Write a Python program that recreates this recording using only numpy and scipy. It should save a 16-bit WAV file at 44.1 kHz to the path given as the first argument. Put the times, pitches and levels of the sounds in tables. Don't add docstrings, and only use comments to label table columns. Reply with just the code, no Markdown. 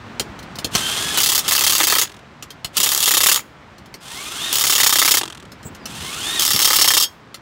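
import sys
import numpy as np
from scipy import signal
from scipy.fft import rfft, irfft
from scipy.io import wavfile

SR = 44100
rng = np.random.default_rng(int(sys.argv[2]) if len(sys.argv) > 2 else 0)


def dump(signal):
    limited = np.clip(np.atleast_2d(signal).T, -1, 1)
    pcm = np.round(limited * 32767).astype(np.int16)
    wavfile.write(sys.argv[1], SR, pcm)


N = 326781
T = np.arange(N) / SR


def amp(db):
    return 10 ** (np.asarray(db) / 20)


def unit(x):
    return x / np.sqrt(np.mean(x ** 2) + 1e-20)


def waver(hz):
    spectrum = rfft(rng.standard_normal(N))
    f = np.fft.rfftfreq(N, 1 / SR)
    return unit(irfft(spectrum / (1 + (f / hz) ** 4), N))


def colour(x, points, size=4096):
    hz, db = np.transpose(points)
    f = abs(np.fft.fftfreq(size, 1 / SR))
    log_gain = np.log(amp(np.interp(np.log(f + 1), np.log(hz), db)))
    response = np.exp(signal.hilbert(log_gain).conj())
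    taps = np.fft.ifft(response).real[:size // 2]
    return signal.oaconvolve(x, taps / np.linalg.norm(taps))[:N]


def contacts(times, db, decay):
    power = np.zeros(N)
    at = np.clip(np.ravel(times) * SR, 0, N - 1).astype(int)
    np.add.at(power, at, np.ravel(amp(db) ** 2))
    keep = np.exp(-2 / (decay * SR))
    return np.sqrt(signal.lfilter([1], [1, -keep], power + 1e-16))


def burst(times, db, decay):
    return contacts(times, db, decay) * rng.standard_normal(N)


def ring(x, t60, db, delay=.001):
    t = T[:SR // 2]
    tail = rng.standard_normal(len(t)) * amp(-60 * t / t60) * (t > delay)
    return x + amp(db) * signal.oaconvolve(x, tail / np.linalg.norm(tail))[:N]


def chatter(per_s, decay, spread_db, count=9000):
    gap, size = rng.random(count), rng.standard_normal(count)
    times = np.cumsum(2 * gap / per_s)
    inside = times < T[-1]
    return unit(burst(times[inside], spread_db * size[inside], decay))


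# (frequency [Hz], relative density [dB])
TRAFFIC_SPECTRUM = [(100, -3.5), (450, -2), (1100, -0.5), (1800, -4.5), (4000, -15), (8000, -28),
                    (15800, -59)]
RUMBLE_SPECTRUM = [(25, -39), (55, -1), (125, 2), (220, 0), (400, -8), (1000, -46.5)]
# (time [s], level [dB])
TRAFFIC_LEVEL = [(0, -40), (1.1, -37.5), (2.2, -45.5), (3.8, -46), (5.4, -45.5), (5.9, -41.5), (7.2, -47)]
RUMBLE_LEVEL = [(0, -41), (1, -39.5), (2.3, -49), (2.85, -47), (3.7, -48), (4.65, -45.5), (5.3, -48),
                (6, -38.5), (6.3, -42.5), (6.6, -42), (7.1, -51)]


def outdoors():
    wash_db = np.interp(T, *np.transpose(TRAFFIC_LEVEL)) + 0.26 * waver(7.3)
    wash = colour(rng.standard_normal(N), TRAFFIC_SPECTRUM) * amp(wash_db)
    rumble_db = np.interp(T, *np.transpose(RUMBLE_LEVEL)) + 1.94 * waver(25)
    rumble = colour(rng.standard_normal(N), RUMBLE_SPECTRUM) * amp(rumble_db)
    return wash + rumble


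# (time [s], relative steel level [dB], relative thud level [dB])
CLINK_EVENTS = [(0.1967, -6, -43), (0.1997, -24, -15), (0.3901, -27, -48), (0.4286, -31.5, -48),
                (0.556, -23.5, -41), (0.5865, -14.5, -36), (0.6454, -8.5, -13), (0.7512, -2.5, -37),
                (0.756, -7.5, -41), (1.448, -20, -36), (2.4249, -18.5, -30), (2.505, -24, -47),
                (2.6457, -11, -46), (3.7823, -37, -52), (3.8587, -37, -47), (3.9411, -23.5, -31.5),
                (5.424, -48, -29), (5.5187, -28, -27), (5.6298, -33, -45), (5.749, -29, -40),
                (5.8563, -15.5, -51), (7.3436, -21, -53)]
# (frequency [Hz], relative density [dB])
CLINK_SPECTRUM = [(400, -3.5), (2200, -7), (3200, 1), (6000, -2), (10000, -11.5), (15800, -14.5)]


def clinks():
    s, db, thud_db = np.transpose(CLINK_EVENTS)
    steel = ring(colour(burst(s, db - 5.5, decay=0.0031), CLINK_SPECTRUM), t60=0.073, db=1.5)
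    band = signal.butter(2, [230, 460], "band", fs=SR, output="sos")
    thud = signal.sosfilt(band, burst(s, thud_db, decay=0.014))
    return steel + amp(9.5) * thud


# (time [s], gear mesh frequency [Hz], relative gear noise level [dB], whine level [dB])
MOTOR_RUNS = [
    [(0.725, 1410, -39, -58), (0.76, 3220, -27, -40), (0.8, 3110, -27, -38), (0.87, 3144, -27.5, -24.5),
     (1.03, 3320, -27, -34), (1.13, 3400, -28.5, -37), (1.18, 2940, -24, -25)],
    [(1.41, 2900, -33, -44), (1.435, 2190, -36.5, -58), (1.48, 2960, -29, -36.5)],
    [(2.745, 1400, -45, -54), (2.77, 2580, -28.5, -48)],
    [(4.02, 1350, -48, -51), (4.11, 1780, -38, -53), (4.2, 2235, -36.5, -36.5), (4.32, 2607, -34, -47),
     (4.43, 3620, -31.5, -27), (4.49, 3770, -29.5, -31), (4.53, 3280, -27.5, -33)],
    [(5.87, 1454, -44.5, -62), (5.97, 1850, -37, -55), (6.09, 2164, -34.5, -42), (6.18, 2750, -33, -42),
     (6.26, 3520, -30.5, -29.5), (6.365, 3820, -27.5, -27.5), (6.41, 3250, -30, -25.5)],
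]
# (multiple of the mesh frequency, level relative to the gear noise [dB])
UPPER_GEAR_LINES = [(1.5, -9), (2, -12), (2.5, -13), (3, -15)]
# (frequency [Hz], relative density [dB])
GEAR_SPECTRUM = [(150, -19), (320, 1.5), (520, -6.5), (1200, 1.5), (2200, -2.5), (3200, 6.5), (4600, -1),
                 (8500, -1.5), (11000, -7.5), (15800, -15)]
WHEEL_SPECTRUM = [(60, -20), (250, -19.5), (325, 0), (430, -7), (620, -6), (1150, 4), (1480, -1.5),
                  (1850, 1), (2400, -3), (6000, -27)]


def motor():
    teeth = colour(chatter(per_s=1100, decay=0.0045, spread_db=3.0), GEAR_SPECTRUM)
    drift = 1 + .007 * waver(110)
    flutter = 1 + .4 * waver(140)
    out = np.zeros(N)
    for run in MOTOR_RUNS:
        s, hz, noise_db, whine_db = np.transpose(run)
        on = np.interp(T, [s[0] - .02, s[0], s[-1], s[-1] + .04], [0, 1, 1, 0])
        mesh_hz = np.interp(T, s, hz)
        phase = 2 * np.pi * np.cumsum(mesh_hz * drift) / SR
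        slow = np.minimum(2000 / mesh_hz, 1)
        lines = slow * sum(amp(db) * np.sin(k * phase) for k, db in UPPER_GEAR_LINES)
        octave_down = colour(np.sin(phase / 2), WHEEL_SPECTRUM)
        lines += amp(-17.5) * (1 + .4 * waver(25)) * octave_down
        gear_noise = amp(np.interp(T, s, noise_db)) * (amp(3.5) * teeth + flutter * lines)
        whine = np.sqrt(2) * amp(np.interp(T, s, whine_db)) * np.sin(phase)
        out += on * (gear_noise + flutter * whine)
    return ring(out, t60=.03, db=-12)


# (first blow [s], last blow [s], number of blows,
# mean rebound level [dB], mean knock into the wheel [dB], growth of both [dB/s])
HAMMER_SPELLS = [(1.174, 1.378, 8, -15, -22.5, -4), (1.48, 1.511, 2, -16.5, -20, -5),
                 (1.5222, 1.781, 10, -16.5, -23, -5.5), (1.8027, 1.833, 2, -14, -15.5, 2),
                 (1.8694, 1.901, 2, -17, -20.5, -4), (1.923, 2.015, 4, -17.5, -16, -6),
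                 (2.770, 2.8318, 3, -15, -27, -3.5), (2.861, 3.006, 6, -21, -27, -45),
                 (3.027, 3.058, 2, -14, -30.5, 3), (3.077, 3.1706, 4, -13, -16.5, 30),
                 (3.2055, 3.3154, 5, -12, -17, 0.5), (3.344, 3.3602, 2, -31.5, -22.5, -2.5),
                 (4.528, 4.78, 10, -16.5, -21, 22.5), (4.802, 5.171, 13, -11.5, -15.5, -3),
                 (6.394, 6.7871, 15, -16, -21, 16.5), (6.8126, 6.968, 6, -11.5, -14.5, -8),
                 (7, 7.0248, 2, -15, -40, 0)]
SLIP_S, UNEVEN_DB = .0006, 2.2


def blows():
    spells = []
    for first, last, count, rebound_db, knock_db, growth in HAMMER_SPELLS:
        s = np.linspace(first, last, round(count))
        grown_db = growth * (s - s.mean())
        spells.append([s, rebound_db + grown_db, knock_db + grown_db])
    even = np.hstack(spells)
    scatter = rng.standard_normal(even.T.shape) * [SLIP_S, UNEVEN_DB, UNEVEN_DB]
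    return even + scatter.T


NUT_CHANGES = [2.3, 3.8, 5.6]
# (frequency [Hz], then relative level on nut 1, 2, 3, 4 [dB])
SOCKET_MODES = [(2685, -26.5, -28, -33, -47), (3245, -29.5, -30, -30.5, -26), (3660, -30.5, -30, -28, -32),
                (4460, -28.5, -57, -42, -35), (4880, -27.5, -50, -34.5, -28),
                (5335, -52, -46.5, -33, -25.5), (5450, -37.5, -43.5, -30, -24),
                (6475, -27.5, -43.5, -33, -29), (6900, -31.5, -25.5, -28, -44),
                (11375, -39, -28.5, -33, -38)]
SOCKET_T60 = .105


def socket_ring(force):
    nut, out = np.searchsorted(NUT_CHANGES, T), np.zeros(N)
    keep = np.exp(-np.log(1000) / (SOCKET_T60 * SR))
    shift = np.cumsum(waver(32)) / SR
    for hz, *nut_db in SOCKET_MODES:
        swing_hz = 19 * (hz / 4000) ** 2
        turn = np.exp(2j * np.pi * (hz * T + swing_hz * shift))
        fed = force * amp(np.array(nut_db))[nut] / turn
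        decaying = signal.lfilter([1], [1, -keep], fed)
        out += np.sqrt(2 * (1 - keep ** 2)) * (turn * decaying).real
    return out


# (frequency [Hz], relative density [dB])
STEEL_SPECTRUM = [(700, -26.5), (2450, -14), (2750, -1), (3300, 0.5), (4050, -1), (6800, -1.5),
                  (10000, -5.5), (11400, -3), (13400, -8.5), (15800, -1)]
CRACK_DB = -13
FLIGHT_PER_DB = -0.06
RATTLE_DB, WIND_UP_S, RATTLE_FADE_S = -21.5, .018, .011
STUD_HZ, STUD_DB, STUD_DECAY_S = 2003, 1, 0.0023
STUD_SCATTER = .07
SOCKET_DB = 9.3


def hammer():
    s, rebound_db, knock_db = blows()
    chance = rng.standard_normal((len(s), 7))
    over_crack_db = rebound_db[:, None] - CRACK_DB
    flight = np.exp(FLIGHT_PER_DB * over_crack_db)
    bounce_s = s[:, None] + flight * (np.array([.0045, .0085, .0125]) + .001 * chance[:, :3])
    bounce_db = 0.99 * over_crack_db + CRACK_DB + np.array([3, 4, 2]) + chance[:, 3:6]
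    crack = burst(s, np.full(len(s), CRACK_DB + 8), decay=.0023)
    bounces = burst(bounce_s, bounce_db, decay=0.005)
    latest = np.maximum(np.searchsorted(s, T) - 1, 0)
    since = T - s[latest]
    settling = np.exp(-np.maximum(since - WIND_UP_S, 0) / RATTLE_FADE_S)
    winding = (since > 0) * amp(RATTLE_DB) * settling
    rattle = winding * chatter(per_s=500, decay=.004, spread_db=2)
    force = crack + bounces + rattle
    clash, angle = colour(force, STEEL_SPECTRUM), 2 * np.pi * 4 * T
    shares = clash * np.sin(angle), clash * np.cos(angle)
    steel = clash + sum(ring(share, t60=.075, db=-8) - share for share in shares)
    blow_knocks = burst(s, knock_db + 0.5, decay=0.0029)
    bounce_knocks = burst(bounce_s, knock_db[:, None] + np.array([1, -4, -8]), decay=0.0021)
    into_wheel = blow_knocks + bounce_knocks + amp(-10.5) * rattle
    wheel = ring(colour(into_wheel, WHEEL_SPECTRUM), t60=0.093, db=-8.5)
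    twist = contacts([s, bounce_s[:, 0]], [knock_db, knock_db], decay=STUD_DECAY_S)
    stud_hz = STUD_HZ * (1 + STUD_SCATTER * chance[latest, 6])
    stud = amp(STUD_DB) * twist * np.sin(2 * np.pi * stud_hz * since + waver(90))
    return steel + wheel + stud + amp(SOCKET_DB) * socket_ring(force * eased_off())


# (time [s], number of ticks, relative level of the first [dB])
COAST_DOWNS = [(2.030, 8, -18.5), (5.2123, 11, -10)]
TICK_GAP_S, TICK_SLOWING = .0212, .028
TICK_FADE_DB = 2.2
CATCH_DB = 4.5
TICK_DULL_HZ = 6900


def coast():
    ticks = np.zeros(N)
    for start, count, first_db in COAST_DOWNS:
        k = np.arange(round(count))
        s = start + TICK_GAP_S * ((1 + TICK_SLOWING) ** k - 1) / TICK_SLOWING
        db = first_db - TICK_FADE_DB * k + CATCH_DB * (k < 2)
        ticks += burst(s, db - 7.5, decay=.0033) + burst(s + .0039, db - 10, decay=.0027)
    ticks = signal.lfilter(*signal.butter(1, TICK_DULL_HZ, fs=SR), ticks)
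    body = colour(ticks, GEAR_SPECTRUM) + amp(-15) * colour(ticks, WHEEL_SPECTRUM)
    return ring(body, t60=.07, db=-15)


# (time [s], relative level [dB])
BUMP_EVENTS = [(2.785, -35.5), (5.651, -33.5), (6.54, -30)]


def bumps():
    s, db = np.transpose(BUMP_EVENTS)
    band = signal.butter(2, [90, 330], "band", fs=SR, output="sos")
    return signal.sosfilt(band, burst(s, db + 23.5, decay=0.022))


# (time [s], level [dB])
SLOW_STARTS = [(3.98, -52), (5.785, -53)]


def start_whistle(length=.11, from_hz=5150, to_hz=3900):
    out = np.zeros(N)
    for start, db in SLOW_STARTS:
        u = np.clip((T - start) / length, 0, 1)
        hz = from_hz + (to_hz - from_hz) * u ** 1.5
        out += amp(db) * np.sin(np.pi * u) * np.sin(2 * np.pi * np.cumsum(hz) / SR)
    return out


def squeak(at=5.668, length=0.018, hz=7750, db=-35):
    phase = 2 * np.pi * np.cumsum(hz * (1 + 0.051 * waver(890))) / SR
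    swell = np.exp(-((T - at) / length) ** 2)
    return amp(db) * swell * (np.sin(phase) + 0.49 * np.sin(2 * phase))


def eased_off(at=7.035, length=0.054, db=5):
    return amp(db * np.exp(-((T - at) / length) ** 2))


def scene():
    tool = hammer() + motor() + start_whistle() + coast() + clinks() + squeak()
    echoing = ring(tool, t60=.35, db=-35, delay=0.031)
    return (echoing + bumps() + outdoors())[None]


LOW_CUT_HZ, EDGE_HZ = 39, 15800


def record(dry):
    low_cut = signal.butter(3, LOW_CUT_HZ, "high", fs=SR, output="sos")
    heard = signal.sosfilt(low_cut, dry)
    limited = heard / (1 + (heard / .8) ** 6) ** (1 / 6)
    band_limit = signal.firwin(511, EDGE_HZ, window=("kaiser", 9), fs=SR)
    return signal.oaconvolve(limited, band_limit[None], "same")


dry = scene()
out = record(dry)
dump(out)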